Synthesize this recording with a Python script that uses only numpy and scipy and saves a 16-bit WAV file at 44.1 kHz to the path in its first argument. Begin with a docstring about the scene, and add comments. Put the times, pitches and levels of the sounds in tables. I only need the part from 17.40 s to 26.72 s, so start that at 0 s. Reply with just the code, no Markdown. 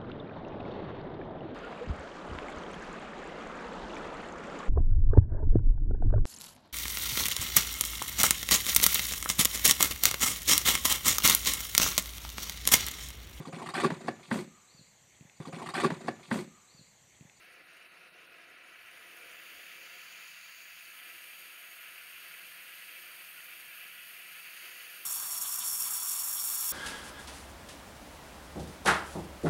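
"""A small gas flame roars softly and its jet hisses, spitting and faltering at first; the hiss grows as the
valve is opened. Then, at a stroke, a larger tip burns, far louder and brighter. The hand-held torch burns
over a stone slab on a bench indoors. Flames and jets are noise shaped by resonances, those of the brass
tube among them, and shaken by eddies. Echoes from bench and walls color both tips. Rumble, deep lumps
of air and a fuzzy hum lie behind the small tip, a louder rumble behind the large one."""
import sys
import numpy as np
from scipy import signal
from scipy.fft import rfft, irfft
from scipy.io import wavfile
from scipy.ndimage import map_coordinates

SR = 44100
rng = np.random.default_rng(int(sys.argv[2]) if len(sys.argv) > 2 else 0)


def ratio(d):
    """dB to gain"""
    e = np.asarray(d, float) / 20
    return 10 ** e


def generate_wav(signal):
    """Clip the signal to [-1, 1] and save it as 16-bit WAV at the path in sys.argv[1]."""
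    frames = np.transpose(np.atleast_2d(signal))
    scaled = np.clip(frames, -1, 1) * 32767
    pcm = np.round(scaled).astype(np.int16)
    wavfile.write(sys.argv[1], SR, pcm)


N = 411012  # length in samples
FRAME, HOP = 2048, 256  # short-time spectra, in samples
HZ = np.fft.rfftfreq(FRAME, 1 / SR)  # frequency of each bin
T = np.arange(N // HOP + 9) * HOP / SR  # time of each frame in seconds


def evened(x):
    """Scales to rms 1."""
    return x / np.sqrt(np.mean(x ** 2))


def unit(power):
    """Makes the total power 1 in every frame."""
    return power / power.sum(-1, keepdims=True)


def columns(rows):
    """Turns the columns of a timed table into curves with one value a frame."""
    seconds, *values = np.transpose(rows)
    return [np.interp(T, seconds, v)[:, None] for v in values]


def bump(middle_s, half_length_s):
    """A smooth flat-topped hump in time."""
    return np.exp(-((T[:, None] - middle_s) / half_length_s) ** 4)


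def spectrum(points):
    """Reads a spectrum table as power per bin, with total power 1."""
    hz, db = np.transpose(points)
    return unit(ratio(np.interp(np.log(HZ + 1), np.log(hz + 1), db)) ** 2)


def ringing(modes, state=np.zeros(1), from_hz=0, to_hz=SR):
    """Power per bin of steep resonances, whose levels glide from column to column with the state."""
    modes = np.array([m for m in modes if from_hz <= m[0] < to_hz])
    center_hz, width_hz = modes[:, :1], modes[:, 1:2]
    shape = 1 / (1 + ((HZ - center_hz) / width_hz) ** 2) ** 2
    db = np.array([np.interp(state, range(len(m) - 2), m[2:]) for m in modes])
    return unit(ratio(db.T) ** 2 @ shape)


def drift(seconds, hz=None):
    """Smooth chance of rms 1: one value a frame, or with hz, patches over frame and frequency."""
    x = rng.standard_normal((len(T), len(HZ) if hz else 1))
    x = signal.lfilter([1], [1, -np.exp(-HOP / SR / seconds)], x, axis=0)
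    if hz:  # blur along frequency
        blur = np.exp(-(np.arange(len(HZ) // 2 + 1) * hz / SR * 2 * np.pi) ** 2)
        x = irfft(rfft(x, axis=1) * blur, len(HZ), axis=1)
    return evened(x)


def noise(power, size=1):
    """Random short-time spectra with the given power; shorter frames (FRAME / size) follow quick changes."""
    power = power[:, ::size] * size
    real, imaginary = rng.standard_normal((*power.shape, 2)).T
    spectra = (real + 1j * imaginary) * np.sqrt(power.T)
    x = signal.istft(spectra, nperseg=FRAME // size, noverlap=FRAME // size - HOP)[1]
    return np.sqrt(FRAME / size / HOP / 3) * x[:N]


def gusts(depth_db, seconds):
    """Fast eddies: a gain that shakes from moment to moment."""
    x = signal.lfilter([1], [1, -np.exp(-1 / SR / seconds)], rng.standard_normal(N))
    return evened(ratio(depth_db * evened(x)))


# The small tip as its valve opens. Each row: time in seconds, valve (0 starved, 1 half, 2 open),
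# brightness in dB per octave, flame roar in dB, jet hiss in dB.
SMALL_TIP = [(0, 0, 0, -56.5, -66.5), (.6, 0, -2, -56, -67.5), (1.2, .1, -1, -55.5, -67.5),
             (1.5, .3, 2.2, -53, -64), (1.8, .3, 3.6, -51.5, -60), (2.1, 1.4, 0.3, -50, -57),
             (2.5, 1.05, -1, -50.5, -56.5), (2.8, 1, -1, -49.8, -56), (3.0, 1.1, -1, -52.5, -57),
             (3.3, 1.06, .5, -52.3, -56.1), (3.6, 2, -.5, -50.5, -54.5), (4.0, 1.95, -.6, -51.5, -54.6),
             (4.5, 2.2, -1, -50.5, -55), (5.2, 2.03, -1.3, -49.8, -53.5), (6.0, 2.1, -0.1, -50, -53),
             (6.5, 2.0, 0.5, -50.7, -53), (6.9, 1.98, .1, -49.8, -52.2), (7.35, 1.5, 1.0, -48.5, -51.4),
             (7.64, 1.92, 1.3, -50.5, -51.5)]


def small_tip():
    """Roar, flutter, hiss and spits; opening the valve shifts power among the modes and steadies the jet."""
    valve, tilt_db, roar_db, hiss_db = columns(SMALL_TIP)
    flame = small_roar(valve, roar_db) + flutter()
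    flame *= ratio(0.56 * drift(0.11, 300)) ** 2
    jet = small_hiss(valve, tilt_db, hiss_db) + whistle()
    return noise(flame) * gusts(0.87, 0.0026) + noise(jet, size=2) * gusts(0.75, 0.0028) + spits()


# Brief dips of the small jet, mostly while starved. Each row: middle in seconds, depth in dB,
# half length in seconds.
FALTERS = [(.25, -8, 0.027), (0.49, -7, 0.028), (0.707, -9, 0.028), (0.894, -4.5, .035), (5.91, -4, .025)]


def falters():
    """The small jet falters: a dip in dB that lower hiss, roar and flutter share."""
    return sum(db * bump(s, half_length) for s, db, half_length in FALTERS)


# Modes of the small flame over the slab. Each row: frequency in Hz, width in Hz, relative level in dB
# when starved, relative level in dB from half open on.
SMALL_ROAR_MODES = [(870.0, 128.0, -12.0, -16.5), (990.0, 52.0, -7.5, -13.5), (1090.0, 105.0, -7.0, -10.0),
                    (1330.0, 91.0, 3.5, 0.0), (1470.0, 96.0, 1.0, -2.0), (1590.0, 68.0, -2.0, -5.0),
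                    (1710.0, 119.0, 2.0, 1.0), (1820.0, 18.0, -3.5, -12.0), (1960.0, 101.0, 3.0, 2.0),
                    (2080.0, 53.0, -0.0, 0.5), (2180.0, 116.0, -1.5, -1.0), (2270.0, 75.0, 1.0, -0.5),
                    (2380.0, 95.0, 4.5, 5.0), (2560.0, 77.0, 2.0, 2.5), (2630.0, 75.0, 3.0, 5.0),
                    (2680.0, 55.0, -2.0, -19.5), (2770.0, 91.0, 2.0, 3.5), (2950.0, 83.0, -2.0, 0.5),
                    (3020.0, 53.0, -2.5, 1.0), (3170.0, 96.0, -7.5, -4.5), (3270.0, 61.0, -7.5, -2.0),
                    (3430.0, 208.0, -18.0, -8.5), (3680.0, 335.0, -9.0, -9.5)]


def small_roar(valve, roar_db):
    """The flame over the slab roars as noise in modes that follow the valve; it takes part of each falter."""
    roar_db = roar_db + 0.46 * falters() + 0.35 * drift(0.04)
    return ratio(roar_db) ** 2 * unit(ringing(SMALL_ROAR_MODES, valve[:, 0]) * (HZ <= 3720))


# Low flutter modes of the small flame. 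Each row: frequency in Hz, width in Hz, relative level in dB.
FLUTTER_MODES = [(290, 80, -9.5), (348, 45, -3), (453, 29, -2), (516, 56, -1.5), (692, 80, 0)]
# The low flutter swells and sinks. Each row: time in seconds, level in dB.
FLUTTER_LEVEL = [(0, -71), (.3, -69.5), (1.1, -67.5), (1.45, -75), (1.62, -66), (2.2, -67), (2.5, -71),
                 (2.8, -74), (3.0, -80), (3.4, -79), (3.6, -74.5), (4.6, -76), (5.1, -72.5), (6.5, -74.5),
                 (7.15, -74), (7.3, -68), (7.64, -71)]


def flutter():
    """Low flutter of the flame, wavering by chance; its highest mode follows the swells only in part."""
    low_db = columns(FLUTTER_LEVEL)[0] + 0.7 * falters() + 1.57 * drift(0.037)
    top_db = -73 + 0.6 * (low_db - low_db.mean())
    top = unit(ringing(FLUTTER_MODES, from_hz=600) / (1 + (HZ / 770) ** 40))
    return ratio(low_db) ** 2 * ringing(FLUTTER_MODES, to_hz=600) + ratio(top_db) ** 2 * top


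# Modes of the small tip and tube. Each row: frequency in Hz, width in Hz, then relative levels in dB when
# starved, half open and open.
SMALL_TUBE_MODES = [(3690.0, 493.0, 7.0, 3.0, -2.0), (4210.0, 408.0, 5.0, -3.5, -3.5),
                    (4580.0, 228.0, 6.0, 8.0, 3.0), (5050.0, 245.0, -3.5, -0.0, -9.0),
                    (5340.0, 416.0, 1.5, -4.0, -6.0), (5810.0, 229.0, -2.5, -1.5, -10.0),
                    (6150.0, 135.0, -4.5, -0.5, -4.5), (6380.0, 114.0, 0.5, 3.5, -5.0),
                    (6720.0, 249.0, 0.5, 6.0, -1.5), (7150.0, 96.0, -11.0, -5.0, -35.5),
                    (7340.0, 422.0, -12.0, -5.0, -18.5), (8140.0, 441.0, -11.0, -16.5, -6.0),
                    (8460.0, 228.0, -2.5, -10.5, -5.5), (8740.0, 160.0, 2.5, -0.5, 2.5),
                    (8970.0, 208.0, -3.5, -0.5, 0.5), (9500.0, 399.0, -11.5, -29.5, -3.5),
                    (10030.0, 492.0, 1.5, -2.0, -1.5), (10570.0, 325.0, 1.0, -1.0, 2.0),
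                    (11160.0, 340.0, -4.0, -2.5, 1.5), (11730.0, 422.0, -3.0, -3.5, -3.0),
                    (12040.0, 54.0, -9.5, -5.0, -12.5), (12440.0, 63.0, -11.5, -9.0, -7.0),
                    (12960.0, 486.0, -7.5, -29.0, 4.0), (13350.0, 334.0, -0.5, 1.0, 6.0),
                    (13750.0, 685.0, -13.5, 1.0, 1.0), (14390.0, 90.0, -13.5, -4.0, -5.0),
                    (14830.0, 986.0, -4.5, -4.5, -3.0), (15330.0, 251.0, -3.5, -2.5, -28.5),
                    (15640.0, 245.0, -32.0, 2.5, -2.0)]
# The highest hump of the small jet moves up, then down. Each row: time in seconds, shift in Hz.
HUMP_SHIFT = [(0, 0), (3.3, 0), (3.8, 250), (5, 150), (6.3, 50), (7, -120), (7.64, -200)]


def small_hiss(valve, tilt_db, hiss_db):
    """Jet noise rings the tube modes; a starved jet sputters in the upper middle."""
    tilt = ratio(tilt_db * np.log2((HZ + 1) / 8000)) ** 2
    hiss = unit(ringing(SMALL_TUBE_MODES, valve[:, 0]) * (HZ > 3720) * tilt)
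    # only the region around 13300 Hz is shifted
    shift_hz = columns(HUMP_SHIFT)[0] / (1 + ((HZ - 13300) / 1500) ** 4)
    frame_index = np.arange(len(T))[:, None] + 0 * HZ
    hiss = map_coordinates(hiss, [frame_index, (HZ - shift_hz) * FRAME / SR], order=1)
    starved = np.clip(1.2 - valve, 0, 1) / (1 + ((HZ - 9500) / 4500) ** 8)
    sputter_db = (0.6 + 3.2 * starved) * drift(0.0098, 250)
    hiss *= ratio(hiss_db + sputter_db + 0.5 * drift(0.03)) ** 2
    # the falters reach the lower hiss, around 6300 Hz
    hiss *= ratio(falters() / (1 + ((HZ - 6300) / 1500) ** 8)) ** 2
    return hiss


# A narrow whistle of the small jet, from half open into open. Each row: time in seconds, level in dB.
WHISTLE_LEVEL = [(1.6, -100), (2.5, -82), (2.75, -71), (3.2, -66), (3.4, -73), (4.0, -71), (4.25, -68),
                 (4.65, -82), (5.2, -100)]


def whistle():
    """A narrow band of noise that wanders around 6690 Hz."""
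    center_hz = 6690 + 40 * drift(0.05)
    shape = unit(1 / (1 + ((HZ - center_hz) / 60) ** 2) ** 2)
    return ratio(columns(WHISTLE_LEVEL)[0]) ** 2 * shape


# Faint spits of the starved jet. Each row: time in seconds, click peak in dB before the band filter.
SPITS = [(0.1421, -48), (0.2259, -48), (0.2573, -53), (0.2912, -49), (0.3905, -51), (0.4419, -51),
         (0.5556, -50), (0.7796, -53), (1.0944, -51)]


def spits():
    """Single clicks pass a band filter and turn into short spits."""
    clicks = np.zeros(N)
    seconds, db = np.transpose(SPITS)
    clicks[np.round(seconds * SR).astype(int)] = ratio(db)
    return signal.lfilter(*signal.butter(2, [2000, 9500], "band", fs=SR), clicks)


def large_tip():
    """A faster jet: the higher tube modes lead and throb together."""
    sag_db = sags()
    roar = noise(large_roar(sag_db), size=2) * gusts(0.66, 0.0042)
    jet = noise(large_jet(sag_db), size=2) * gusts(2.02, 0.0028)
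    return roar + jet


# The large jet sags, then snaps back. Each row: time of the snap in seconds, depth in dB,
# time constant of the sag in seconds.
SAGS = [(7.905, -4.5, .04), (8.007, -5, .02), (8.115, -3.5, 0.022), (8.175, -3, .015), (8.39, -3, .03),
        (8.67, -3.5, .03), (8.952, -2.5, .03)]


def sags():
    """Each sag deepens faster and faster, then ends at once: a curve in dB."""
    t = T[:, None]
    return sum(db * np.exp(np.minimum(t - s, 0) / length) * (t < s) for s, db, length in SAGS)


# Brief flares of the large flame. Each row: middle in seconds, level in dB, half length in seconds,
# dip of the top fizz in dB.
FLARES = [(7.952, -54, .015, -4), (8.056, -50, .02, -5), (8.224, -47, .02, -8), (8.98, -50, .016, -1)]
# Fizz of the large jet. Each row: time in seconds, jet fizz in dB, top fizz in dB.
LARGE_FIZZ = [(7.66, -35.5, -44), (7.73, -33.3, -42), (7.85, -35, -42), (8.2, -34.5, -44),
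              (8.27, -32.8, -42), (8.55, -34.5, -42.5), (8.75, -33.5, -41), (8.9, -35, -41),
              (9.05, -33.4, -40), (9.32, -34, -37.5)]
# Modes of the large tip and tube. Each row: frequency in Hz, width in Hz, relative level in dB.
LARGE_TUBE_MODES = [(4940.0, 126.0, -19.5), (5540.0, 152.0, 5.5), (5820.0, 138.0, -5.0),
                    (6220.0, 123.0, -11.0), (6590.0, 131.0, 0.5), (6840.0, 257.0, -1.0),
                    (7210.0, 312.0, -2.0), (7510.0, 156.0, 1.5), (7990.0, 397.0, -1.5),
                    (8230.0, 137.0, -1.5), (8500.0, 218.0, -4.5), (8980.0, 193.0, 2.0),
                    (9130.0, 670.0, -1.5), (10020.0, 296.0, 3.5), (10380.0, 78.0, -5.5),
                    (10720.0, 173.0, -3.5), (11010.0, 209.0, 4.5), (11310.0, 307.0, 1.5),
                    (11690.0, 144.0, -0.5), (12080.0, 434.0, 4.0), (12690.0, 443.0, -5.5),
                    (12900.0, 184.0, -3.0), (13460.0, 131.0, -6.5), (13710.0, 188.0, -3.5),
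                    (14120.0, 153.0, 0.5), (14370.0, 143.0, -1.5), (14690.0, 556.0, -0.5),
                    (15430.0, 122.0, -4.5), (15560.0, 329.0, -2.5)]


def large_jet(sag_db):
    """Turbulence rings the tube modes in two parts; both dip during flares and sags, by different shares."""
    fizz_db, top_db = columns(LARGE_FIZZ)
    dip_db = sum(db * bump(s, half_length) for s, _, half_length, db in FLARES)
    fizz = unit(ringing(LARGE_TUBE_MODES, to_hz=13200) * (HZ > 4960))
    jet = ratio(fizz_db + sag_db + 0.4 * dip_db) ** 2 * fizz
    jet += ratio(top_db + 0.4 * sag_db + dip_db) ** 2 * ringing(LARGE_TUBE_MODES, from_hz=13200)
    return jet * ratio(0.66 * drift(0.032, 400) + 0.55 * drift(0.013)) ** 2


# Low and middle modes of the large roar, flame and tube together. Each row: frequency in Hz, width in Hz,
# relative level in dB.
LARGE_ROAR_MODES = [(540.0, 44.0, -14.5), (670.0, 54.0, -4.0), (750.0, 71.0, -7.0), (860.0, 70.0, -0.0),
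                    (980.0, 51.0, 3.0), (1050.0, 72.0, 2.0), (1160.0, 69.0, 6.0), (1310.0, 123.0, 3.5),
                    (1490.0, 58.0, -0.0), (1630.0, 106.0, -0.5), (1800.0, 117.0, -4.5),
                    (2030.0, 143.0, -6.5), (2210.0, 143.0, -2.5), (2340.0, 75.0, -3.5),
                    (2620.0, 273.0, -1.0), (2890.0, 252.0, -2.5), (3060.0, 66.0, -5.0),
                    (3210.0, 47.0, -2.0), (3450.0, 144.0, 5.0), (3670.0, 69.0, -4.5), (3810.0, 221.0, -2.5),
                    (4050.0, 82.0, -6.0), (4470.0, 161.0, 5.5), (4960.0, 196.0, -6.0)]
# Workshop rumble near the large flame. Each row: frequency in Hz, relative level in dB per Hz.
LARGE_RUMBLE = [(12, -42), (20, -12), (38, -16), (147, -5.5), (228, -8), (290, -13.5), (349, -9),
                (458, -18), (600, -19.5), (780, -31), (1320, -120)]


def large_roar(sag_db):
    """Flame and tube roar in low and middle modes, with rumble below and brief flares around 3400 Hz."""
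    low = ratio(-51.5 + 0.8 * drift(0.018)) ** 2 * ringing(LARGE_ROAR_MODES, to_hz=2100)
    middle_shape = unit(ringing(LARGE_ROAR_MODES, from_hz=2100) * (HZ <= 4960))
    middle = ratio(-50 + 0.97 * sag_db + drift(0.02)) ** 2 * middle_shape
    roar = (low + middle) * ratio(0.48 * drift(0.083, 500)) ** 2
    rumble = ratio(-68) ** 2 * spectrum(LARGE_RUMBLE)
    flare_power = sum(ratio(db) ** 2 * bump(s, half_length) for s, db, half_length, _ in FLARES)
    return roar + rumble + flare_power * ringing([(3400, 550, 0)])


def room(x, echo_db=-10.0, t60=0.33):
    """Dense echoes from bench and walls leave a fine, fixed ripple on the hiss."""
    t = np.arange(SR // 4) / SR
    tail = rng.standard_normal(len(t)) * ratio(-60 * t / t60) * (t > 0.004)
    tail *= ratio(echo_db) / np.linalg.norm(tail)
    tail[0] = 1  # the direct sound
    return signal.oaconvolve(x, tail / np.linalg.norm(tail))[:N]


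# Workshop rumble near the small flame. Each row: frequency in Hz, relative level in dB per Hz.
RUMBLE = [(12, -51), (20, -26), (50, -19), (85, -3), (100, -4), (129, -19), (161, -2), (248, -4.5),
          (507, -11), (595, -10.5), (676, 7), (900, -21), (1170, -38), (1980, -120)]
# The strongest deep lumps of air. Each row: middle in seconds, rise in dB, half length in seconds.
LUMPS = [(.4, 6, .03), (1.42, 7, .05), (1.9, 10, .07), (2.16, 10, .06), (2.82, 5, .05), (3.33, 4, .06),
         (4.02, 6, .05), (4.68, 6, .04), (6.25, 6, .06), (7.0, 6, .07), (7.33, 6, .04)]
# A fuzzy hum that comes and goes. Each row: time in seconds, level in dB.
HUM_LEVEL = [(0, -86), (.74, -79), (1.05, -85), (2.0, -84), (2.8, -83), (3.3, -90), (4.6, -88), (4.9, -82),
             (5.6, -87), (6.0, -83), (6.6, -81), (7.0, -85), (7.64, -85)]


def workshop():
    """Low rumble, deep lumps of moving air and a fuzzy hum, all as shaped noise."""
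    rumble = ratio(-75.5) ** 2 * spectrum(RUMBLE)
    lumps_db = -95 + 3 * drift(0.03) + sum(db * bump(s, half_length) for s, db, half_length in LUMPS)
    lumps = ratio(lumps_db) ** 2 * ringing([(25, 25, -6), (88, 25, -2)])
    hum = ratio(columns(HUM_LEVEL)[0] + 1.5 * drift(0.08)) ** 2 * ringing([(165, 10, 0)])
    return noise(rumble + lumps + hum)


def scene():
    """The small tip, then at once the large one."""
    large = np.clip((np.arange(N) / SR - 7.651) / 0.0015, 0, 1)  # swap at 7.651 s, within 1.5 ms
    before = room(small_tip()) + workshop()
    after = room(large_tip())
    return ((1 - large) * before + large * after)[None]


def low_pass(x):
    """Removes everything above the highest recorded frequency."""
    return signal.sosfilt(signal.butter(12, 16860, fs=SR, output="sos"), x)


def record(dry):
    """A steep low-pass filter limits the band to 15740 Hz."""
    edge = signal.firwin(1023, 15740, window=("kaiser", 10), fs=SR)
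    mix = signal.oaconvolve(dry, edge[None], "same")
    return low_pass(mix)


dry = scene()
out = record(dry)
generate_wav(out)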